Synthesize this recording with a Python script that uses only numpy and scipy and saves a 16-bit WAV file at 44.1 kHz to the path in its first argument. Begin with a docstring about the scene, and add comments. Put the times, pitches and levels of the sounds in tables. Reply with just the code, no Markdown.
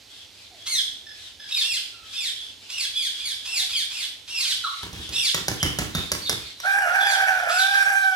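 """In a wire aviary with a hard roof, parakeets squeal and peep over the far chatter of the flock.
Each squeal is a falling tone, coloured by throat and beak and echoed by roof and walls.
A rooster close by shakes its feathers and claps its wings seven times, each a crack and a thump of air.
Then it crows with a high, rasping voice, hoarse in the middle and clear at the end.
A low outdoor rumble lies under it all."""
import sys
import numpy as np
from scipy import signal
from scipy.fft import rfft, irfft, next_fast_len
from scipy.io import wavfile
from scipy.ndimage import map_coordinates

SR = 44100
rng = np.random.default_rng(int(sys.argv[2]) if len(sys.argv) > 2 else 0)


def to_wav(s):
    """Save 16-bit WAV."""
    ch = np.atleast_2d(s).T  # columns
    pcm = np.round(np.clip(ch, -1, 1) * 32767)  # PCM
    wavfile.write(sys.argv[1], SR, pcm.astype(np.int16))


N = 359415
T = np.arange(N) / SR
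TOP_HZ = 15800  # upper edge of the sound
ROOSTER_LAG = -8  # samples; the rooster reaches the left side first

# how a parakeet's throat and beak colour its voice: (frequency [Hz], level [dB])
BEAK = [(700, -60), (1300, -13.5), (2000, -10.5), (2750, 1.5), (3400, 8), (4300, 3), (5500, -1.5),
        (7000, -6), (9000, -5.5), (12000, -9.5), (15500, -30.5)]


def amp(db):
    """Turn decibels into a factor to multiply by."""
    return 10 ** (np.asarray(db) / 20)


def unit(x):
    """Scale a sound to an average strength (rms) of 1."""
    return x / np.sqrt(np.mean(x ** 2) + 1e-18)


def curves(table):
    """Join the rows of a table into lines through time; the first column is the time."""
    times, *columns = np.transpose(table)
    return [np.interp(T, times, column) for column in columns]


def response(points, hz):
    """Read the gain at hz from a table of (frequency [Hz], level [dB])."""
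    table_hz, db = np.transpose(points)
    return amp(np.interp(np.log(hz + 1), np.log(table_hz), db))


def noise(points, size):
    """Noise of strength 1, coloured by a table of (frequency [Hz], level [dB])."""
    n = next_fast_len(size)
    spectrum = rfft(rng.standard_normal(n)) * response(points, np.arange(n // 2 + 1) * SR / n)
    return unit(irfft(spectrum, n)[:size])


def wobble(hz, size):
    """A smooth random wiggle, roughly 1 in size, that moves up to about hz times a second."""
    knots = rng.standard_normal(size // 16 + 8)
    return map_coordinates(knots, [np.arange(size) * min(2 * hz / SR, 1 / 16)], order=3, mode="mirror")


def add(track, start_s, x):
    """Mix the sound x into the track from start_s on."""
    i = max(int(start_s * SR), 0)
    track[i:i + len(x)] += x[:max(len(track) - i, 0)]


def late(x, delay_s):
    """The same sound, delay_s seconds later."""
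    return np.interp(T - delay_s, T, x, left=0)


def aviary(x, echo_db, pan_db, lag_samples, ring_s, treble_ring_s, wall_db=-12, build_s=0.017):
    """Left and right get the direct sound, six bounces off roof and walls, then a dulling echo."""
    t = T[:SR]
    white = rng.standard_normal((2, SR))
    low = signal.sosfilt(signal.butter(1, 5000, fs=SR, output="sos"), white)
    # long waves reach both sides alike
    low = low + signal.sosfilt(signal.butter(1, 600, fs=SR, output="sos"), low[0] - low)
    tail = low * amp(-60 * t / ring_s) + (white - low) * amp(-60 * t / treble_ring_s)
    echo = amp(echo_db) * unit(tail * (1 - np.exp(-t / build_s))) / np.sqrt(SR)
    for when, side in rng.random((6, 2)):
        bounce_s = .004 + .024 * when
        echo[0, int(bounce_s * SR)] += amp(wall_db)
        echo[1, int((bounce_s + .0006 * (side - .5)) * SR)] += amp(wall_db)
    direct = np.array([np.roll(x, lag_samples), x])
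    balance = amp(np.array([[pan_db], [-pan_db]]) / 2)  # below 0 dB leans to the right
    return (direct + signal.fftconvolve(x[None], echo, axes=1)[:, :N]) * balance


def yard(level_db=-51, side_db=-8, pan_db=-4.5):
    """Low outdoor rumble and a faint wash of far birds, swelling slowly."""
    # colour of the outdoor background: (frequency [Hz], level [dB])
    background = [(15, -63), (25, -13), (92, -3), (111, -4), (127, -14.5), (249, -12.5), (270, -11),
                  (641, -15), (840, -15), (1160, -21), (3720, -8.5), (4140, -7), (9070, -23),
                  (14000, -29.5), (16000, -44)]
    mid, side = noise(background, N), amp(side_db) * noise(background, N)
    swell_db = level_db + 0.26 * wobble(1.42, N)
    return np.array([mid + side, mid - side]) * amp(swell_db + np.array([[pan_db], [-pan_db]]) / 2)


def squeal(hold_s, fall_s, top_hz, end_hz, opening_db, rough, bend=1.45, scoop=.12, scratch=0.72):
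    """A scratch, a held note, then a bright fall; the overtones slide through the beak's resonance."""
    t = np.arange(int((hold_s + fall_s + 0.015) * SR)) / SR
    fallen = np.clip((t - hold_s) / fall_s, 0, None)  # 0 while held, 1 at end_hz
    onset = np.exp(-(t / .035) ** 2)
    opening = 1 - np.clip(fallen / .35, 0, 1)
    # the voice turns harsher as it falls
    waver = .018 * wobble(60, len(t)) + .085 * (rough + .3 * fallen) * wobble(420, len(t))
    hz = (top_hz + (end_hz - top_hz) * fallen ** bend) * (1 - scoop * onset) * (1 + waver)
    phase = 2 * np.pi * np.cumsum(hz) / SR
    # the harder the bird pushes, the richer the overtones
    push_db = opening_db * opening - 3 * fallen ** 4
    tone = np.zeros(len(t))
    for k in range(1, 9):
        gain = response(BEAK, k * hz) * amp(push_db * max(k - 2, 0) + 1.6 * wobble(24.85, len(t)))
        tone += gain * (k * hz < TOP_HZ) * np.sin(k * phase)
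    hiss = noise(BEAK, len(t)) * (1 + np.cos(phase) / 2) * (rough + 0.017 + scratch * onset)
    flutter = amp(2.5 * wobble(90, len(t)))
    fades = np.clip(t / .016, 0, 1) * np.clip((t[-1] - t) / .015, 0, 1)
    effort = amp(push_db - 0.7 * onset) * fades
    voice = (unit(tone) * (1 - onset / 2) + hiss) / np.sqrt(1 + rough ** 2) * effort * flutter
    # so small a beak gives off no bass
    return signal.sosfilt(signal.butter(3, 1150, "high", fs=SR, output="sos"), voice)


def flock(count=44, far_db=-58, scatter_db=3, lively_db=5):
    """Birds in further cages, heard mostly as echo; they grow louder from 1.3 to 3 seconds."""
    out = np.zeros(N)
    for k, (when, pitch, length, strength) in enumerate(rng.uniform(-1, 1, (count, 4))):
        start = (k + .5 + .5 * when) * T[-1] / count
        call = squeal(hold_s=.06 + .02 * length, fall_s=.09, top_hz=2200 + 500 * pitch,
                      end_hz=1650 + 200 * pitch, opening_db=-2.3, rough=0.683)
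        db = far_db + scatter_db * strength + lively_db * np.interp(start, [1.3, 3], [0, 1])
        add(out, start, amp(db) * call)
    return aviary(out, echo_db=10, pan_db=0, lag_samples=0, ring_s=0.32, treble_ring_s=0.022)


def whistle(length_s, start_hz, end_hz, second_db, third_db, rasp_db=-14):
    """A slightly husky note with two overtones that settles from its first pitch to its last."""
    size = int(length_s * SR)
    progress = np.linspace(0, 1, size)
    waver = .016 * wobble(60, size) + .032 * wobble(450, size)
    hz = (end_hz + (start_hz - end_hz) * (1 - progress) ** 1.675) * (1 + waver)
    phase = 2 * np.pi * np.cumsum(hz) / SR
    tone = np.sin(phase) + amp(second_db) * np.sin(2 * phase) + amp(third_db) * np.sin(3 * phase)
    voice = np.sqrt(2) * tone + amp(rasp_db) * noise(BEAK, size)
    fades = np.clip(progress / 0.1, 0, 1) * np.clip((1 - progress) / 0.13, 0, 1)
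    return voice * fades * amp(-4 * progress + 3.3 * wobble(79, size))


def parakeets(squeal_db=-1, note_db=-2, squeal_end_hz=1584, climb_hz_per_s=19000, droop=0.0539):
    """The near birds, a few metres off behind the wire, and a few low calls from beyond them."""
    # faint far calls: (start [s], length [s], start pitch [Hz], end pitch [Hz], level [dB])
    far_calls = [(0.504, 0.1, 824, 589, -57), (1.499, 0.42, 659, 790, -66), (3.521, 0.213, 800, 736, -55)]
    # falling squeals:
    # (start [s], end [s], top pitch [Hz], level [dB], opening against the fall [dB], roughness [0-1])
    squeals = [(0.655, 0.802, 2285, -24.5, 0, 0), (1.479, 1.63, 2702, -27, -7, 0.24),
               (1.616, 1.775, 2846, -27, -2, 0.08), (2.121, 2.292, 2692, -28.5, -6, 0.19),
               (2.688, 2.855, 2860, -28, -7, .25), (2.936, 3.082, 2574, -28, -6.5, 0.08),
               (3.175, 3.325, 2488, -30.5, -8, 0.22), (3.447, 3.627, 2775, -25.5, -6, 0.2),
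               (3.687, 3.826, 2535, -27.5, -4, 0.1), (3.897, 4.049, 2680, -31, -4.5, 0.4),
               (4.273, 4.456, 2816, -26, -7, 0.23), (4.392, 4.529, 2540, -26, -13, 0.33),
               (5.12, 5.298, 2800, -24, -2.5, 0.18), (7.004, 7.155, 2577, -27.5, -10, 0.21),
               (7.486, 7.637, 2636, -27.5, -1.5, 0.41), (7.653, 7.778, 2636, -33.5, -7.5, 0.6)]
    # soft nasal chatter, rich in overtones: (start [s], length [s], pitch [Hz], level [dB])
    chatter = [(1.058, 0.08, 1778, -47), (1.393, .095, 1753, -46.5), (1.92, 0.17, 1383, -56)]
    # thin, nearly pure peeps: (start [s], length [s], pitch [Hz], level [dB])
    peeps = [(1.511, 0.066, 3820, -25), (2.159, 0.055, 3640, -27.5), (2.376, 0.074, 3560, -37),
             (2.95, 0.093, 3500, -26), (3.196, 0.06, 3460, -31.5), (3.731, 0.044, 3400, -24),
             (4.651, 0.099, 3986, -39.5), (5.153, 0.071, 3530, -25), (5.597, 0.097, 3200, -30),
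             (5.939, 0.12, 3770, -32.5), (6.214, 0.092, 4550, -35), (6.256, 0.0696, 3780, -29),
             (6.555, 0.096, 4000, -45), (6.797, 0.15, 2900, -43.5), (7, 0.084, 3540, -27),
             (7.596, 0.12, 3740, -30)]
    out = np.zeros(N)
    for start, end, top_hz, db, opening_db, rough in squeals:
        hold_s = (top_hz - squeal_end_hz) / climb_hz_per_s  # higher squeals hold their opening longer
        call = squeal(hold_s, end - start - hold_s, top_hz, squeal_end_hz, opening_db, rough)
        add(out, start, amp(db + squeal_db) * call)
    for notes, second_db, third_db in [(peeps, -29, -18), (chatter, 0.5, -0.5)]:
        for start, length, hz, db in notes:
            call = whistle(length, hz, hz * (1 - droop), second_db, third_db)
            add(out, start, amp(db + note_db) * call)
    for start, length, start_hz, end_hz, db in far_calls:
        call = whistle(length, start_hz, end_hz, second_db=-26, third_db=-6)
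        add(out, start, amp(db + note_db) * call)
    hollow_call = whistle(length_s=0.048, start_hz=1448, end_hz=1122, second_db=-35, third_db=-4.5)
    add(out, 4.637, amp(-28) * hollow_call)
    return aviary(out, echo_db=-0.5, pan_db=-1.9, lag_samples=2,
                  ring_s=0.54, treble_ring_s=0.4, wall_db=-13.5)


def gust(start_s, rise_s=0.01, hold_s=0.026, fade_db_per_s=129):
    """The strength of the air stirred by one wing stroke: it rises, holds and dies away."""
    age = T - start_s
    return np.clip(age / rise_s, 0, 1) * amp(-fade_db_per_s * np.maximum(age - hold_s, 0))


def wings(crack_s=0.0032, rustle_s=0.0018, thump_hz=138, thump_s=0.013, full_clap_db=-16):
    """Each clap is a crack of feathers and a thump of air; the ground and then a wall send it back."""
    # a soft shake, seven claps and a last light flick: (time [s], crack level [dB], thump level [dB])
    strokes = [(4.831, -27.5, -30.5), (4.93, -33.5, -28), (4.981, -38, -33.5), (5.091, -28.5, -32.5),
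               (5.345, -12, -30), (5.482, -12.5, -26.5), (5.629, -12, -18.5), (5.787, -14, -21),
               (5.95, -16, -22), (6.117, -11, -34.5), (6.295, -11, -32.5), (6.601, -28.5, -61)]
    # colour of the cracking feathers: (frequency [Hz], level [dB])
    crack = [(150, -16.5), (500, 9), (900, 5.5), (1600, 8), (2700, 2), (4000, 3.5), (5400, 8), (7200, 2.5),
             (10500, -0.5), (13000, -0.5), (16000, -16)]
    # colour of the stirred air: (frequency [Hz], level [dB])
    draught = [(25, -45), (60, 8), (140, -2), (220, -2.5), (340, -2), (700, -16), (2000, -10.5),
               (6000, -19), (14000, -27)]
    out, t = np.zeros(N), T[:SR // 5]
    attack = 1 - np.exp(-t / 0.0004)
    for start, crack_db, thump_db in strokes:
        feathers = noise(crack, len(t)) * (np.exp(-t / crack_s) + amp(-18) * np.exp(-t / rustle_s))
        # strokes softer than a full clap thump lower, by an octave for every 20 dB
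        hz = thump_hz * 2 ** (min(crack_db - full_clap_db, 0) / 20)
        thump = np.sin(2 * np.pi * hz * t * rng.uniform(.92, 1.12)) * np.exp(-t / thump_s)
        add(out, start, (amp(crack_db) * feathers + amp(thump_db) * thump) * attack)
    ground = amp(-6) * late(out, .0052)
    wall = amp(-7) * signal.sosfilt(signal.butter(1, 5000, fs=SR, output="sos"), late(out, .033))
    # the harder the stroke, the more air it stirs
    gusts = sum(amp((crack_db + thump_db) / 2) * gust(start) for start, crack_db, thump_db in strokes)
    air = amp(-13) * gusts * noise(draught, N)
    return aviary(out + ground + wall + air, echo_db=-5, pan_db=-3, lag_samples=ROOSTER_LAG,
                  ring_s=0.41, treble_ring_s=0.34, wall_db=-22)


def crow_effort(syllables, end_s=8.33, slack_hz=696, rise_bend=2.4, sag_bend=1.8):
    """Each syllable is an arch of effort that lasts until the next; the pitch climbs with it."""
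    starts, crests, top_hz, db, shrill_db = np.transpose(syllables)
    effort, hz = np.zeros(N), np.full(N, float(slack_hz))
    for start, crest, end, top in zip(starts, crests, [*starts[1:], end_s], top_hz):
        rise = np.clip((crest - T) / (crest - start), 0, 1)
        sag = np.clip((T - crest) / (end - crest), 0, 1)
        arch = 1 - rise ** rise_bend - sag ** sag_bend
        effort += arch
        hz += (top - slack_hz) * arch
    return effort, hz, np.interp(T, crests, db), np.interp(T, crests, shrill_db)


def crow(jitter=0.0389, shimmer=0.68, unsteady_db=1.65, attack_s=0.026):
    """A high voice whose octave rings in the throat; when hoarse it wavers and rasp takes over."""
    # parts of the crow: (start [s], crest [s], top pitch [Hz], level [dB], shrillness [dB])
    syllables = [(6.625, 6.776, 806.8, -19.5, 4.5), (6.889, 7.076, 785.7, -21, 2.5),
                 (7.499, 7.822, 797, -20.5, 7)]
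    # how hoarse the voice is: (time [s], hoarseness [0-1])
    hoarseness = [(6.63, 0.66), (6.7, 0.18), (6.88, 0.91), (6.97, 0.52), (7.06, .6), (7.5, 0.79), (7.62, 0),
                  (7.88, 0.3), (8.02, 0)]
    # colour of the rasp through the rooster's throat: (frequency [Hz], level [dB])
    throat = [(350, -10), (650, 12), (1000, 3), (1350, 18), (1720, 29), (2000, 14.5), (2350, 20),
              (2900, 7.5), (3800, -8.5), (5900, 7), (7000, -7), (7900, 7), (9200, -16), (10400, 1),
              (11700, -0.5), (14500, -12)]
    effort, hz, level_db, shrill_db = crow_effort(syllables)
    slack = 1 - effort
    hoarse, = curves(hoarseness)
    # effort feeds the octave most; hoarseness shifts the weight to the base note
    octave_gain = amp(level_db - 4 * slack - 6 * hoarse + unsteady_db * wobble(14, N))
    base_gain = amp(-34 - 2 * slack + 5 * hoarse + unsteady_db * wobble(19, N))
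    waver = 0.00914 * wobble(25, N) + jitter * (hoarse + 0.076) * wobble(130, N)
    phase = 2 * np.pi * np.cumsum(hz * (1 + waver)) / SR

    def partial(multiple):
        """A tone at one multiple of the pitch, fluttering with the hoarseness."""
        return np.sqrt(2) * np.sin(multiple * phase) * (1 + shimmer * hoarse * wobble(150, N))

    voice = base_gain * partial(1) + octave_gain * partial(2)
    # strong and weak cycles alternate, which puts a faint tone between the first two
    overtones = amp(-31) * partial(1.5) + amp(-18) * (1 - hoarse / 2) * partial(3)
    shrill = sum(response(throat, k * hz) * partial(k) * amp(4.3 * wobble(41, N)) for k in range(4, 17))
    rasp_gain = amp(-9 + 3.5 * wobble(40, N)) * (hoarse + 0.052)
    rasp = rasp_gain * noise(throat, N) * (1 + 0.26 * np.cos(phase))
    harshness = amp(shrill_db - 4 * slack) * (amp(-41) * shrill + rasp)
    fade_in = np.clip((T - syllables[0][0]) / attack_s, 0, 1) ** 2
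    out = (voice + (base_gain + octave_gain) * (overtones + harshness)) * fade_in
    return aviary(amp(1) * out, echo_db=-7, pan_db=-4.5, lag_samples=ROOSTER_LAG,
                  ring_s=.48, treble_ring_s=.3, wall_db=-21)


def scene():
    """Parakeets, rooster and yard together, in stereo."""
    return parakeets() + flock() + wings() + crow() + yard()


def record(dry):
    """The microphone cuts the deep bass and the highest treble."""
    thin = signal.sosfilt(signal.butter(3, 48, "high", fs=SR, output="sos"), dry)
    return signal.sosfilt(signal.ellip(8, .2, 70, TOP_HZ, fs=SR, output="sos"), thin)


dry = scene()
out = record(dry)
to_wav(out)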